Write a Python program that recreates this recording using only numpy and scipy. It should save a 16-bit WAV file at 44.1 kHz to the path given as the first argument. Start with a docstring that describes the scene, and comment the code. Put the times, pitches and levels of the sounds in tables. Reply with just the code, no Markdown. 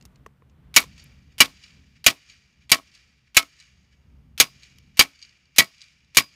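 """Hammer on a sign frame.

A steel hammer drives a metal sign frame into a lawn, close to a hand-held microphone that each blow overloads.
Damped modes ring in the frame, noise bands rattle in the panel, and a low sine and noise form the thud.
Delayed copies return from house walls, and a fading noise wash from the trees; filtered noise gives the wind.
Small ticks of the frame and the handling are short noise bursts with a hollow knock.
"""
import sys
import numpy as np
from scipy import signal
from scipy.fft import rfft, irfft, next_fast_len
from scipy.io import wavfile
from scipy.ndimage import map_coordinates

SR = 44100
rng = np.random.default_rng(int(sys.argv[2]) if len(sys.argv) > 2 else 0)


def wav_out(sig):
    """Save sig, one row per channel (or a flat mono array), as 16-bit PCM at SR to the path in sys.argv[1]."""
    wavfile.write(sys.argv[1], SR, np.round(np.clip(np.atleast_2d(sig).T, -1, 1) * 32767).astype(np.int16))


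def magnitude_from_level(level_db):
    """Linear magnitude for a level in decibels (20 dB per decade)."""
    exponent = np.asarray(level_db, float) / 20
    return 10 ** exponent


N = 280035  # length in samples

# Blows: [t/s, relative strength/dB, head ring level/dB, thud level/dB, brightness/(dB per octave)]
HAMMER_BLOWS = [(0.763, 3, -55, -34.5, 1.9), (1.404, 4.5, -42.5, -26.5, 2.2), (2.064, 3, -49.5, -20, 2.5),
                (2.717, 1.5, -55.5, -27.5, 2.5), (3.368, 2, -52, -35.5, 3),
                (4.4001, 3.5, -32.5, -22.5, 3.5), (4.993, 3, -51, -26.5, 2), (5.5838, 3.5, -32, -18.5, 3.5),
                (6.170, 2, -26.5, -23, 3.5)]
# Nominal modes of frame and panel: [f/Hz, relative level/dB, T60/s]
FRAME_MODES = [(278, -24.5, 0.17), (664, -28, 0.13), (1096, -21.5, 0.12), (1277.5, -20, 0.11),
               (1726, -19.5, .08), (1923, -13, 0.071), (2242, -11.5, 0.091), (2340, -9, 0.055),
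               (2388, -6, 0.04), (2550, -18, 0.046), (2750, -10.5, 0.0077), (2902, -5, 0.038),
               (3206, -16, 0.059), (3810, -13, 0.034), (4060, -8, .04), (4446, -10.5, 0.023),
               (4640, -6, 0.042), (4770, -19.5, 0.06), (5357, -10.5, 0.046), (5814, -16.5, 0.046),
               (6591, -2.5, 0.029), (7044, -12.5, 0.035)]
# Spectrum of the loose panel's chatter: [f/Hz, relative density/(dB per Hz)]
CLATTER_SPECTRUM = [(24, -40), (40, -8.5), (637, -22), (1280, -10), (1490, -12), (2060, -5), (2330, -0.5),
                    (2640, -4), (4680, -7), (7160, -13), (7910, -14.5), (12100, -15), (15500, -20.5)]
# Decay of the chatter before it is stretched for each layer: [f/Hz, T60/s]
CLATTER_DECAY = [(100, 0.2), (300, 0.15), (700, 0.15), (1800, .08), (5000, 0.062), (12000, 0.041)]
# Discrete wall reflections: [delay t/s, level/dB]
WALL_ECHOES = [(0.162, -66), (0.198, -57.5), (0.224, -52.5), (.233, -44), (0.239, -50.5), (0.257, -53.5),
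               (.300, -60), (0.463, -66.5), (0.556, -68.5)]
# Frequency response shared by all the wall paths: [f/Hz, level/dB]
WALL_RESPONSE = [(100, -34), (700, -29), (1300, -10.5), (2200, -9.5), (4800, 2.5), (7000, -7), (8500, -4.5),
                 (12000, -21.5), (16000, -27)]
# Denser groups of reflectors: [delay t/s, relative level/dB, rise time constant/s, fall time constant/s]
DENSE_REFLECTORS = [(.03, -52.5, .005, 0.034), (0.165, -59, .012, 0.0071), (.239, -53, .025, .07),
                    (.562, -59, 0.01, .012)]
# Colour of the scattered return: [f/Hz, relative density/(dB per Hz)]
WASH_SPECTRUM = [(350, -51.5), (600, -20.5), (682, -21.5), (917, -32), (1070, -16), (1250, -12),
                 (1790, -6.5), (2260, -4.5), (3500, -7.5), (4240, -12), (4760, -5), (6240, -10),
                 (6830, -12.5), (8180, -21), (13000, -35)]
# Ticks: [t/s, relative middle level/dB, relative low level/dB, relative high level/dB, T60/s]
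TICK_EVENTS = [(0.0114, -42, -72, -72, 0.014), (0.0246, -46, -67, -63, 0.016),
               (0.0526, -40, -43.5, -45.5, 0.027), (0.158, -46.5, -68, -74, 0.019),
               (0.2628, -46, -24, -56, 0.025), (0.4214, -73, -40, -82, 0.015),
               (0.497, -57, -68, -80, 0.027), (0.802, -33, -51.5, -26.5, 0.047),
               (0.817, -33.5, -41, -43, 0.1), (0.8391, -34, -31, -41.5, 0.015),
               (0.9792, -43, -53, -64, 0.042), (1.0404, -60, -70, -48, 0.02),
               (4.785, -39.5, -54, -52, 0.014), (5.6437, -32, -40, -39, 0.019),
               (6.2424, -43.5, -42.5, -49, 0.017)]
# Nominal modes of the hollow body under the ticks: [f/Hz, relative level/dB, T60/s]
KNOCK_MODES = [(430, -4, .025), (800, -8, .016), (1100, 0, .018), (1800, -7, .009), (2600, -12, .007)]
# Course of the wind: [t/s, strength level/dB]
WIND_STRENGTH = [(0, -49.5), (.2, -53), (.35, -57.5), (.5, -57), (1.05, -52), (1.25, -58), (1.55, -58),
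                 (1.9, -60), (2.15, -67.5), (2.6, -65), (2.9, -65), (3.5, -68), (3.9, -63.5), (4.15, -58),
                 (4.55, -60), (4.8, -58.5), (5.15, -69), (6.35, -68.5)]
# Spectrum of the buffeting on the microphone: [f/Hz, relative density/(dB per Hz)]
BUFFET_SPECTRUM = [(12, -54.5), (20, -26.5), (38, -10.5), (53, -3), (70, 3), (102, -8), (135, -0.5),
                   (161, -6.5), (192, -7.5), (269, -14), (334, -30), (420, -28), (500, -34.5), (650, -59),
                   (1100, -120)]
# Spectrum of the far rush: [f/Hz, relative density/(dB per Hz)]
RUSH_SPECTRUM = [(180, -28), (300, -5), (700, -12), (1300, -13), (3000, -21), (6000, -37), (9000, -71)]
# Spectrum of the hiss: [f/Hz, relative density/(dB per Hz)]
HISS_SPECTRUM = [(1500, -28), (3000, -3), (6500, -4.5), (10500, -6), (13200, -6), (15200, -4),
                 (16000, -21.5)]

HEAD_HZ, HEAD_T60_S = 4890, 0.22  # the hammer head rings on one thin line
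LEAD_S, LEAD_DB = 0.022, -34  # a faint fizz sets in just ahead of each blow
# The shivering panel slaps the frame again and again
SLAP_FROM_S, SLAP_TO_S, SLAP_T60_S, SLAP_DB = 0.015, 0.075, 0.011, 4
ECHO_DB = 6  # added to the blow's strength in what travels out to walls and trees
# Open ground and far trees
WASH_DB, WASH_FADE_DB_PER_S, WASH_START_S = -54.5, 18.5, 0.03
# The arm stirs air over the microphone before each blow
SWING_S, SWING_RISE_S, SWING_DB = 0.16, 0.036, 4.5
RUSH_DB, HISS_DB = -76.5, -88  # mean levels
RUSH_FOLLOWS, HISS_FOLLOWS = 0.76, 0.7  # shares of the wind's swings in dB


def hammer():
    """Impact excitation: each blow rings the frame anew; returns the near sound and what travels out."""
    near, away = np.zeros(N), np.zeros(N)
    t = np.arange(SR // 2) / SR
    for s, db, head_db, thud_db, slope_db in HAMMER_BLOWS:
        body = frame_body(t, slope_db)
        # The steel-on-steel contact is louder at first
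        crack = 1 + magnitude_from_level(-0.5) * magnitude_from_level(-60 * t / 0.0083)
        shiver = magnitude_from_level(-18.5) * panel_buzz(t, slope_db)
        # A thin bright after-shiver
        sizzle = magnitude_from_level(-41.5) * clatter(len(t), slope_db + 4.5, lasting=4.5)
        struck = magnitude_from_level(db + 3) * (body * crack + shiver + sizzle)
        head = magnitude_from_level(head_db - 60 * t / HEAD_T60_S) * np.sin(2 * np.pi * HEAD_HZ * t)
        add(near, s, struck + head + ground_thud(t, thud_db))
        # From afar only the loud start stands out
        sharp = magnitude_from_level(-60 * t / 0.075)
        add(away, s, magnitude_from_level(db + ECHO_DB - 6) * body * sharp)
        add(near, s - LEAD_S, leading_fizz(t))
    return near, away


def frame_body(t, slope_db):
    """Modal ringing with rattle: loose contacts damp the ring unevenly and the panel chatters."""
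    ring = ringing(FRAME_MODES, t, scatter_db=4, detune=0.01, slope_db=slope_db)
    ring = ring * uneven(len(t), 200, depth_db=6)
    # The panel slaps on and off the frame
    rattle = uneven(len(t), 250, depth_db=2) * clatter(len(t), slope_db, lasting=0.94)
    return magnitude_from_level(-5) * ring + magnitude_from_level(-3.5) * rattle


def panel_buzz(t, slope_db):
    """Repeated contact: the panel shivers on, with random slaps standing out of a brighter chatter."""
    gain = slaps(t, count=16) * uneven(len(t), 40, depth_db=2.5) * uneven(len(t), 300, depth_db=4)
    return gain * clatter(len(t), slope_db + 4, lasting=1.82)


def ground_thud(t, thud_db):
    """Low-frequency impulse response: the stake jolts the soil and the panel flexes."""
    jolt = np.sin(2 * np.pi * 62 * t) * magnitude_from_level(-60 * t / 0.055)
    noise = rng.standard_normal(len(t))
    flex = unit(filtered(noise, lambda hz: (hz > 90) / (1 + (hz / 400) ** 3)))
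    flex = flex * magnitude_from_level(-60 * t / 0.13)
    return magnitude_from_level(thud_db) * jolt + magnitude_from_level(thud_db - 3.5) * flex


def leading_fizz(t):
    """Gated noise: a faint fizz that decays towards a floor and stops at the blow."""
    fizz = uneven(len(t), 60, depth_db=3) * clatter(len(t), 1.0, lasting=48) * (t < LEAD_S)
    return magnitude_from_level(LEAD_DB) * fizz * (0.59 + 0.2 * magnitude_from_level(-60 * t / 0.023))


def clatter(length, slope_db, lasting):
    """Frequency-dependent damping: loose chatter as noise in which each band dies at its own speed."""
    hz, t, z = signal.stft(rng.standard_normal(length), SR, nperseg=128)
    tilt_db = slope_db * np.log2((hz + 100) / 3000)
    steady = magnitude_from_level(along(CLATTER_SPECTRUM, hz) + tilt_db)[:, None]
    t60 = lasting * along(CLATTER_DECAY, hz)[:, None]
    dying = magnitude_from_level(-60 * t / t60)
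    sound = signal.istft(z * steady * dying, SR, nperseg=128)[1][:length]
    return sound / np.sqrt(np.mean(steady ** 2))


def slaps(t, count):
    """Random impacts: a gain with short decaying spikes at random moments after a blow."""
    when, size = rng.uniform(size=(2, count, 1))
    since = t - SLAP_FROM_S - when * (SLAP_TO_S - SLAP_FROM_S)
    spikes = size * (since > 0) * magnitude_from_level(-60 * np.abs(since) / SLAP_T60_S)
    return 1 + magnitude_from_level(SLAP_DB) * np.sum(spikes, axis=0)


def ringing(modes, t, scatter_db, detune, slope_db):
    """Modal superposition: damped sines vary in strength, tuning and life with where the contact lands."""
    hz, db, t60 = np.transpose(modes)[..., None]
    strength, life, tuning, phase = rng.standard_normal((4, len(modes), 1))
    tilt_db = slope_db * np.log2(hz / 3000)
    decay_db = 60 * t / (t60 * np.exp(0.025 * life))
    level = db + scatter_db * strength + tilt_db - decay_db
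    tuned_hz = hz * (1 + detune * tuning)
    return np.sum(magnitude_from_level(level) * np.sin(2 * np.pi * (tuned_hz * t + phase)), axis=0)


def walls(x):
    """Specular reflection: delayed copies from house walls, thinned and dulled by one response."""
    answer = np.zeros(SR)
    for s, db in WALL_ECHOES:
        add(answer, s, magnitude_from_level([db]))
    echoes = signal.fftconvolve(x, answer)[:N]
    return filtered(echoes, lambda hz: magnitude_from_level(along(WALL_RESPONSE, hz)))


def trees():
    """Diffuse scattering: countless weak reflections blur into a wash that swells and fades with delay."""
    out = np.zeros(N)
    t = np.arange(int(1.2 * SR)) / SR
    swell = magnitude_from_level(WASH_DB - WASH_FADE_DB_PER_S * t) * (t > WASH_START_S)
    for delay, level_db, rise, fall in DENSE_REFLECTORS:
        swell = swell + magnitude_from_level(level_db) * np.exp(np.minimum((t - delay) / rise, (delay - t) / fall))
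    for s, db, _, _, slope_db in HAMMER_BLOWS:
        add(out, s, magnitude_from_level(db + ECHO_DB - 13.5) * swell * scattered_wash(t, slope_db))
    return out


def scattered_wash(t, slope_db):
    """Air absorption: noise coloured by the frame's modes loses its treble on the longer paths."""
    # Mode weights are drawn afresh for each blow
    rung = magnitude_from_level(rng.normal(0, 3, len(FRAME_MODES)))

    def colour(hz):
        tilt_db = 0.31 * slope_db * np.log2((hz + 100) / 3000)
        peaks = 1
        for weight, (centre, level_db, _) in zip(rung, FRAME_MODES):
            peaks = peaks + weight * magnitude_from_level(level_db + 7.5) / (1 + ((hz - centre) / 55) ** 2)
        return magnitude_from_level(along(WASH_SPECTRUM, hz) + tilt_db) * peaks

    wash = unit(filtered(rng.standard_normal(len(t)), colour))
    wash = wash * uneven(len(t), 300, depth_db=1)
    dull = filtered(wash, lambda hz: 1 / (1 + (hz / 3500) ** 4))
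    return dull + (wash - dull) * magnitude_from_level(0.5 - 10 * t)


def ticks():
    """Brief contact excitation: dry ticks, each with its own share of hollow knock, middle and treble."""
    out = np.zeros(N)
    t = np.arange(SR // 20) / SR
    middle = signal.butter(4, (2000, 7000), "bandpass", fs=SR, output="sos")
    treble = signal.butter(4, (7000, 15000), "bandpass", fs=SR, output="sos")
    for s, db, low_db, high_db, t60 in TICK_EVENTS:
        burst = rng.standard_normal((2, len(t))) * magnitude_from_level(-60 * t / max(t60, 0.003))
        snap = magnitude_from_level(db + 0.5) * signal.sosfilt(middle, burst[0])
        snap = snap + magnitude_from_level(high_db + 0.5) * signal.sosfilt(treble, burst[1])
        onset = 1 - np.exp(-t / 0.00041)
        knock = onset * ringing(KNOCK_MODES, t, scatter_db=-2, detune=0.049, slope_db=1.5)
        add(out, s, snap + magnitude_from_level(low_db - 3.5) * knock)
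    return out


def wind():
    """Turbulent noise: one strength drives buffeting, rush and hiss; arm swings add to the buffeting."""
    t = np.arange(N) / SR
    strength_db = np.interp(t, *np.transpose(WIND_STRENGTH))
    change_db = strength_db - strength_db.mean()
    swing = sum(np.clip((t - s + SWING_S) / SWING_RISE_S, 0, 1) * (t < s) for s, *_ in HAMMER_BLOWS)
    buffet_db = strength_db + SWING_DB * swing + 2.5 * wobble(9)
    rush_db = RUSH_DB + RUSH_FOLLOWS * change_db + 1.8 * wobble(6.3)
    hiss_db = HISS_DB + HISS_FOLLOWS * change_db
    buffet = magnitude_from_level(buffet_db) * shaped_noise(BUFFET_SPECTRUM)
    rush = magnitude_from_level(rush_db) * shaped_noise(RUSH_SPECTRUM)
    hiss = magnitude_from_level(hiss_db) * shaped_noise(HISS_SPECTRUM)
    return buffet + rush + hiss


def shaped_noise(spectrum):
    """Spectral shaping: white noise given a spectrum and scaled to rms 1."""
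    return unit(filtered(rng.standard_normal(N), lambda hz: magnitude_from_level(along(spectrum, hz))))


def wobble(rate):
    """Slow random modulation: a smooth curve with rate knots a second."""
    return map_coordinates(rng.standard_normal(int(N * rate / SR) + 4), [np.arange(N) * rate / SR])


def uneven(length, step, depth_db):
    """Random amplitude modulation: a wandering gain with one knot every step samples."""
    knots = rng.standard_normal(length // step + 4)
    return magnitude_from_level(depth_db * map_coordinates(knots, [np.arange(length) / step]))


def unit(x):
    """Power normalisation: scale to rms 1."""
    return x / np.sqrt(np.mean(x ** 2) + 1e-20)


def along(points, hz):
    """Logarithmic interpolation: (f/Hz, value) points joined on a log frequency axis."""
    f, v = np.transpose(points)
    return np.interp(np.log(hz + 1), np.log(f + 1), v)


def filtered(x, gain):
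    """Linear filtering: the spectrum of x times a gain that depends on frequency."""
    m = next_fast_len(len(x) + 8192)
    return irfft(rfft(x, m) * gain(np.fft.rfftfreq(m, 1 / SR)), m)[:len(x)]


def add(track, s, sound):
    """Superposition: mix a sound into the track at time s."""
    part = track[round(s * SR):][:len(sound)]
    part += sound[:len(part)]


def scene():
    """Superposition of near blows, their echoes, ticks and wind."""
    near, away = hammer()
    return (near + walls(away) + trees() + ticks() + wind())[None]


def low_pass(x):
    """Removes everything above the highest recorded frequency."""
    return signal.sosfilt(signal.butter(12, 16460, fs=SR, output="sos"), x)


def record(dry):
    """Saturation and band limiting: the input stage clips the blows, and the band ends steeply."""
    top, hardness = 0.66, 6  # ceiling amplitude; a higher hardness gives a sharper knee
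    clipped = dry[0] / (1 + np.abs(dry[0] / top) ** hardness) ** (1 / hardness)
    # Above 15.3 kHz the level falls 1 dB every 32 Hz
    band = filtered(clipped, lambda hz: magnitude_from_level(-np.clip(hz - 15300, 0, None) / 32))
    return low_pass(band[None])


dry = scene()
out = record(dry)
wav_out(out)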